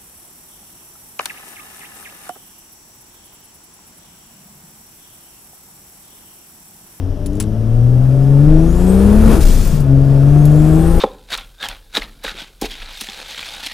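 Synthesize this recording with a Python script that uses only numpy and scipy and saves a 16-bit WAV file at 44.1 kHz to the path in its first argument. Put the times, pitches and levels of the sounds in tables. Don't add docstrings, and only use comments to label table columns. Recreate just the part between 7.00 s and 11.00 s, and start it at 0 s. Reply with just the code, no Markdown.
import sys
import numpy as np
from scipy import signal
from scipy.fft import rfft, irfft
from scipy.io import wavfile
from scipy.ndimage import uniform_filter1d

SR = 44100
rng = np.random.default_rng(int(sys.argv[2]) if len(sys.argv) > 2 else 0)


def materialize(psi):
    bounded = np.clip(np.atleast_2d(psi).T, -1, 1)
    quanta = np.round(bounded * 32767).astype(np.int16)
    wavfile.write(sys.argv[1], SR, quanta)


N = 176400
T = np.arange(N) / SR
FREQS = np.fft.rfftfreq(N, 1 / SR)
BAND_LIMIT_HZ = 15300

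# f/Hz, level/dB
BOOM_SPECTRUM = [(10, -9), (29, 3), (42, -7.5), (58, -3.5), (73, -4.5), (95, -12.5), (150, -13),
                 (260, -17.5), (400, -63), (900, -61)]
# t/s, level/dB
BOOM_ENVELOPE = [(0, -29.5), (.15, -27), (.6, -28), (.78, -28), (.9, -20.5), (1.36, -26), (1.5, -16.5),
                 (1.7, -20.5), (1.9, -16), (2.28, -4.5), (2.38, -6), (2.6, -9), (2.75, -8), (2.9, -16.5),
                 (3.15, -21.5), (3.6, -17.5), (3.88, -16.5), (4, -13)]


def amp(db):
    return 10 ** (np.asarray(db) / 20)


def unit(x):
    return x / np.sqrt(np.mean(x ** 2) + 1e-20)


def curve(table, column=1):
    table = np.array(table)
    return np.interp(T, table[:, 0], table[:, column])


def at_hz(table, hz):
    f, value = np.transpose(table)
    return np.interp(np.log(hz + 1), np.log(f), value)


def phase(hz):
    return 2 * np.pi * np.cumsum(hz * np.ones(N)) / SR


def swell(start, length):
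    return np.sin(np.pi * np.clip((T - start) / length, 0, 1))


def drift(rate_hz, bins=8000):
    real, imag = rng.standard_normal((2, bins))
    return unit(irfft((real + 1j * imag) / (1 + (FREQS[:bins] / rate_hz) ** 4), N))


def noise(spectrum):
    # f/Hz, correlation
    likeness = [(120, 1), (220, .8), (500, .86), (4000, .8), (12000, .84)]
    left, other = rfft(rng.standard_normal((2, N)))
    same = at_hz(likeness, FREQS)
    right = same * left + np.sqrt(1 - same ** 2) * other
    return unit(irfft(np.array([left, right]) * amp(at_hz(spectrum, FREQS)), N))


def fuzzy_tone(hz, width_hz):
    angle = phase(hz)
    return drift(width_hz / 2) * np.cos(angle) + drift(width_hz / 2) * np.sin(angle)


def exhaust_drone(firing_angle):
    # t/s, firing tone level/dB, octave level/dB
    levels = [(0, -18, -62), (.07, -19, -47), (.16, -28.5, -42), (.34, -28.5, -29), (.45, -21.5, -25.5),
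              (.62, -18, -26.5), (.82, -9.5, -28), (1.2, -10.5, -26), (1.4, -7, -20.5), (1.53, -9.5, -12),
              (1.63, -12, -16.5), (1.75, -20.5, -27.5), (1.86, -11.5, -22), (2.1, -9, -23.5),
              (2.31, -12, -40), (2.39, -33, -30), (2.6, -35, -62), (2.75, -16, -65), (2.84, -14, -30.5),
              (2.92, -7.5, -15.5), (3.06, -10, -23), (3.5, -6.5, -19.5), (3.62, -9, -16),
              (3.78, -10.5, -15), (4, -20.5, -26.5)]
    partials = (amp(curve(levels, k) + .5 * drift(rate_hz=22)) * np.cos(k * firing_angle) for k in (1, 2))
    return np.sqrt(2) * sum(partials)


def exhaust_lines(firing_hz, firing_angle, cylinders=6, uneven_db=-50.5, waver_db=3):
    # t/s, level/dB
    load_envelope = [(0, -1), (1.5, 3), (1.95, 3.5), (2.37, -1.5), (2.41, -7), (2.82, -11.5), (2.91, 2.5),
                     (4, 0.5)]
    # multiple of the firing rate, level/dB
    orders = [(1.5, -35), (3, -34.5), (3.5, -47.5), (4, -40.5), (4.33, -41), (5, -43.5), (5.33, -44),
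              (6.33, -43.5)]
    # f/Hz, level/dB
    standing_waves = [(200, -3.5), (305, 4), (345, -8.5), (400, 1.5), (520, -5), (580, 1), (700, -5.5),
                      (1300, -17)]
    shake_db = [-5.5, -1.5, -3, -3.5]
    load = amp(curve(load_envelope))
    prominent = {round(order * cylinders): db for order, db in orders}
    clean_hz, rough_hz = 151, 360
    rough = np.clip((firing_hz - clean_hz) / (rough_hz - clean_hz), 0, 1)
    out = np.zeros(N)
    for k in range(1, 40):
        order = k / cylinders
        if order in (1, 2):
            continue
        hz = firing_hz * order
        if k <= len(shake_db):
            db = shake_db[k - 1] + curve(BOOM_ENVELOPE) + at_hz(BOOM_SPECTRUM, hz)
        else:
            db = prominent.get(k, uneven_db - 9 * np.log2(order / 3)) + at_hz(standing_waves, hz)
        line = np.cos(order * firing_angle + 2 * np.pi * rng.random())
        if 2 < order < 5:
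            line = np.sqrt(1 - rough) * line + np.sqrt(rough / 2) * fuzzy_tone(hz, width_hz=32)
        out += load * amp(db + waver_db * drift(rate_hz=5)) * line
    return np.sqrt(2) * out


def road_rumble(level_db=-24):
    # f/Hz, level/dB
    spectrum = [(15, -7.5), (30, 11), (45, -5.5), (110, -4.5), (220, -16.5), (330, -22), (490, -40),
                (590, -19), (760, -27), (1200, -38), (1700, -41), (2250, -49.5), (3000, -42), (4300, -52),
                (5700, -43.5), (6800, -57.5), (13300, -55), (15000, -71)]
    return noise(spectrum) * amp(level_db)


def cabin_boom(offset_db=-5.5):
    boom = noise(BOOM_SPECTRUM)
    power = uniform_filter1d(boom[0] ** 2, size=4000)
    steadied = unit(boom / np.sqrt(power + 1e-6))
    return steadied * amp(curve(BOOM_ENVELOPE) + offset_db)


def combustion_roar(firing_angle, throb_depth=.13):
    # f/Hz, level/dB
    spectrum = [(100, -24), (200, 2.5), (350, 1.5), (480, 0.5), (720, -10.5), (1200, -14.5), (1650, -17),
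                (2200, -24), (3200, -28), (5000, -34), (15000, -52)]
    # t/s, level/dB
    envelope = [(0, -47.5), (.6, -38.5), (1.3, -31.5), (1.55, -25), (1.72, -28), (1.83, -25), (2.24, -18.5),
                (2.34, -13.5), (2.41, -24.5), (2.6, -28), (2.93, -30.5), (3.7, -24), (4, -22)]
    throb = 1 + throb_depth * np.cos(firing_angle)
    return noise(spectrum) * amp(curve(envelope) + .64 * drift(rate_hz=91)) * throb


def intake_rush():
    # f/Hz, level/dB
    spectrum = [(800, -27), (2500, -3), (4500, -0.5), (8000, 1.5), (10500, 3), (13000, -1.5), (15500, -9.5)]
    # t/s, level/dB
    envelope = [(0, -62), (1.55, -49), (1.8, -42), (2.2, -39), (2.34, -32), (2.4, -36.5), (2.5, -54),
                (2.9, -54.5), (3.3, -47.5), (3.65, -43), (4, -40.5)]
    return noise(spectrum) * amp(curve(envelope) + .76 * drift(rate_hz=110))


def turbo(flicker_db=4):
    # t/s, f/Hz, level/dB
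    spool = [(0, 2800, -78), (1, 4550, -74), (1.45, 5450, -62), (1.58, 5650, -59.5), (1.8, 7680, -50),
             (1.93, 8780, -46.5), (2.07, 9720, -52), (2.22, 10200, -52), (2.32, 10800, -45.5),
             (2.45, 11000, -72), (2.9, 4500, -72), (3.02, 4780, -61), (3.26, 5750, -61.5),
             (3.45, 6600, -57), (3.8, 8700, -49.5), (4, 9400, -46.5)]
    hz = curve(spool) * (1 + .003 * drift(rate_hz=120))
    whistle = np.sqrt(2) * np.cos(phase(hz)) * amp(.3 + flicker_db * drift(rate_hz=28))
    air_below = amp(.7) * fuzzy_tone(.94 * hz, width_hz=1400)
    air_above = amp(-2) * fuzzy_tone(1.43 * hz, width_hz=1100)
    return amp(curve(spool, column=2)) * (whistle + air_below + air_above)


def trim_clicks(attack_s=.0012, ring_db=-4.5):
    # t/s, level/dB, 60 dB decay/s, ring f/Hz
    clicks = [(0.26, -28.5, 0.046, 10540), (.331, -44.5, 0.041, 6500), (0.353, -41.5, 0.035, 7240),
              (.367, -44, 0.038, 6460), (0.4, -15.5, 0.018, 10760), (.402, -24, 0.068, 7900),
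              (0.405, -25, 0.065, 268), (.425, -28, 0.024, 8600), (0.437, -38, 0.035, 1520),
              (2.648, -32, 0.079, 13700), (2.671, -33, .08, 13500), (2.803, -32.5, .06, 12700),
              (3.453, -27, 0.05, 11800)]
    # f/Hz, level/dB
    spectrum = [(1500, -7.5), (3000, -4.5), (5500, -2), (7800, 2), (9000, -2.5), (10200, 9), (12000, -15),
                (15500, 5.5)]
    plastic = noise(spectrum)
    out = np.zeros((2, N))
    for start, db, t60, hz in clicks:
        age = np.maximum(T - start, 0)
        envelope = np.minimum(age / attack_s, 1) * amp(db - 60 * np.minimum(age / t60, 2))
        lowpass = signal.butter(1, min(1.25 * hz, BAND_LIMIT_HZ), fs=SR)
        scratch = unit(signal.lfilter(*lowpass, plastic))
        out += envelope * (scratch + amp(ring_db) * fuzzy_tone(hz, width_hz=290))
    return out


def body_shudders(hz=29.3):
    # t/s, length/s, level/dB
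    shudders = [(0.655, 0.22, -16), (1.421, .2, -13.5), (2.388, 0.25, -8.5)]
    out = np.zeros(N)
    for start, length, db in shudders:
        out += amp(db) * swell(start, length) * np.sin(2 * np.pi * hz * (T - start))
    return np.sqrt(2) * out


def growls(firing_hz, rasp_db=-8):
    # t/s, length/s, multiple of the firing rate, level/dB
    events = [(1.817, 0.36, 2.333, -25.5), (2.327, 0.037, 1.833, -18.5), (2.361, 0.046, 1.5, -12),
              (2.442, .08, 1.333, -22)]
    out = np.zeros((2, N))
    for start, length, order, db in events:
        hz = order * firing_hz
        tone = np.sqrt(2) * np.cos(phase(hz))
        rasp = np.array([fuzzy_tone(hz, width_hz=70) for side in range(2)])
        out += amp(db) * swell(start, length) * (tone + amp(rasp_db) * rasp)
    return out


def blow_off(open_s=2.4, shut_s=2.86, level_db=-27, fade_db_per_s=32.5):
    # f/Hz, level/dB
    spectrum = [(900, -29), (1600, 0.5), (2800, -2), (4500, 0.5), (7500, 1.5), (13500, -5.5), (15500, -1)]
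    attack_s, hold_s, release_s = .0094, .093, .11
    age = T - open_s
    gate = np.clip(age / attack_s, 0, 1) * np.clip((shut_s - T) / release_s, 0, 1)
    return noise(spectrum) * gate * amp(level_db - fade_db_per_s * np.maximum(age - hold_s, 0))


def gear_whine(firing_angle, engage_s=2.85, order=4.81, level_db=-36.5, waver_db=3):
    engaged = np.clip((T - engage_s) / .022, 0, 1)
    gain = engaged * amp(level_db + waver_db * drift(rate_hz=15.7))
    return np.sqrt(2) * gain * np.cos(order * firing_angle)


def cabin_reflections(x, t60_s=.07, wet_db=-10, taps=4096):
    shared, per_side = rng.standard_normal(taps), rng.standard_normal((2, taps))
    tail = (shared + .5 * per_side) * amp(-60 * T[:taps] / t60_s)
    tail *= amp(wet_db) / np.linalg.norm(tail[0])
    wet = signal.fftconvolve(x, tail, axes=1)[:, :N]
    return (x + wet) / np.hypot(1, amp(wet_db))


def scene():
    # t/s, f/Hz
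    revs = [(0, 89.6), (.25, 93.74), (.5, 106.7), (.68, 112.6), (1, 127.3), (1.39, 141.5), (1.5, 153.6),
            (1.63, 162.2), (2, 195.9), (2.23, 220.3), (2.36, 221.2), (2.65, 163.8), (2.86, 135.4),
            (3.08, 138.3), (3.2, 137.6), (3.37, 146.9), (3.5, 148.5), (3.8, 161.1), (4, 173.1)]
    # f/Hz, level/dB
    balance = [(30, 6.4), (250, 5.7), (1100, 6.5), (2200, 5.4), (8000, 4.5), (13000, 3.2)]
    firing_hz = curve(revs) * (1 + .00309 * drift(rate_hz=20))
    firing_angle = phase(firing_hz)
    tones = exhaust_drone(firing_angle) + exhaust_lines(firing_hz, firing_angle) + gear_whine(firing_angle)
    air = combustion_roar(firing_angle) + intake_rush() + blow_off()
    mix = tones + cabin_reflections(air) + growls(firing_hz) + turbo()
    mix += cabin_boom() + road_rumble() + body_shudders() + trim_clicks()
    lean = amp(at_hz(balance, FREQS))
    pan = np.array([2 * lean, np.full_like(lean, 2)]) / (1 + lean)
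    return irfft(rfft(mix) * pan, N)


def record(dry, knee=7):
    clipped = dry / (1 + abs(dry) ** knee) ** (1 / knee)
    lowpass = signal.firwin(511, BAND_LIMIT_HZ, window=("kaiser", 9), fs=SR)
    return signal.oaconvolve(clipped, lowpass[None], "same", axes=1)


dry = scene()
out = record(dry)
materialize(out)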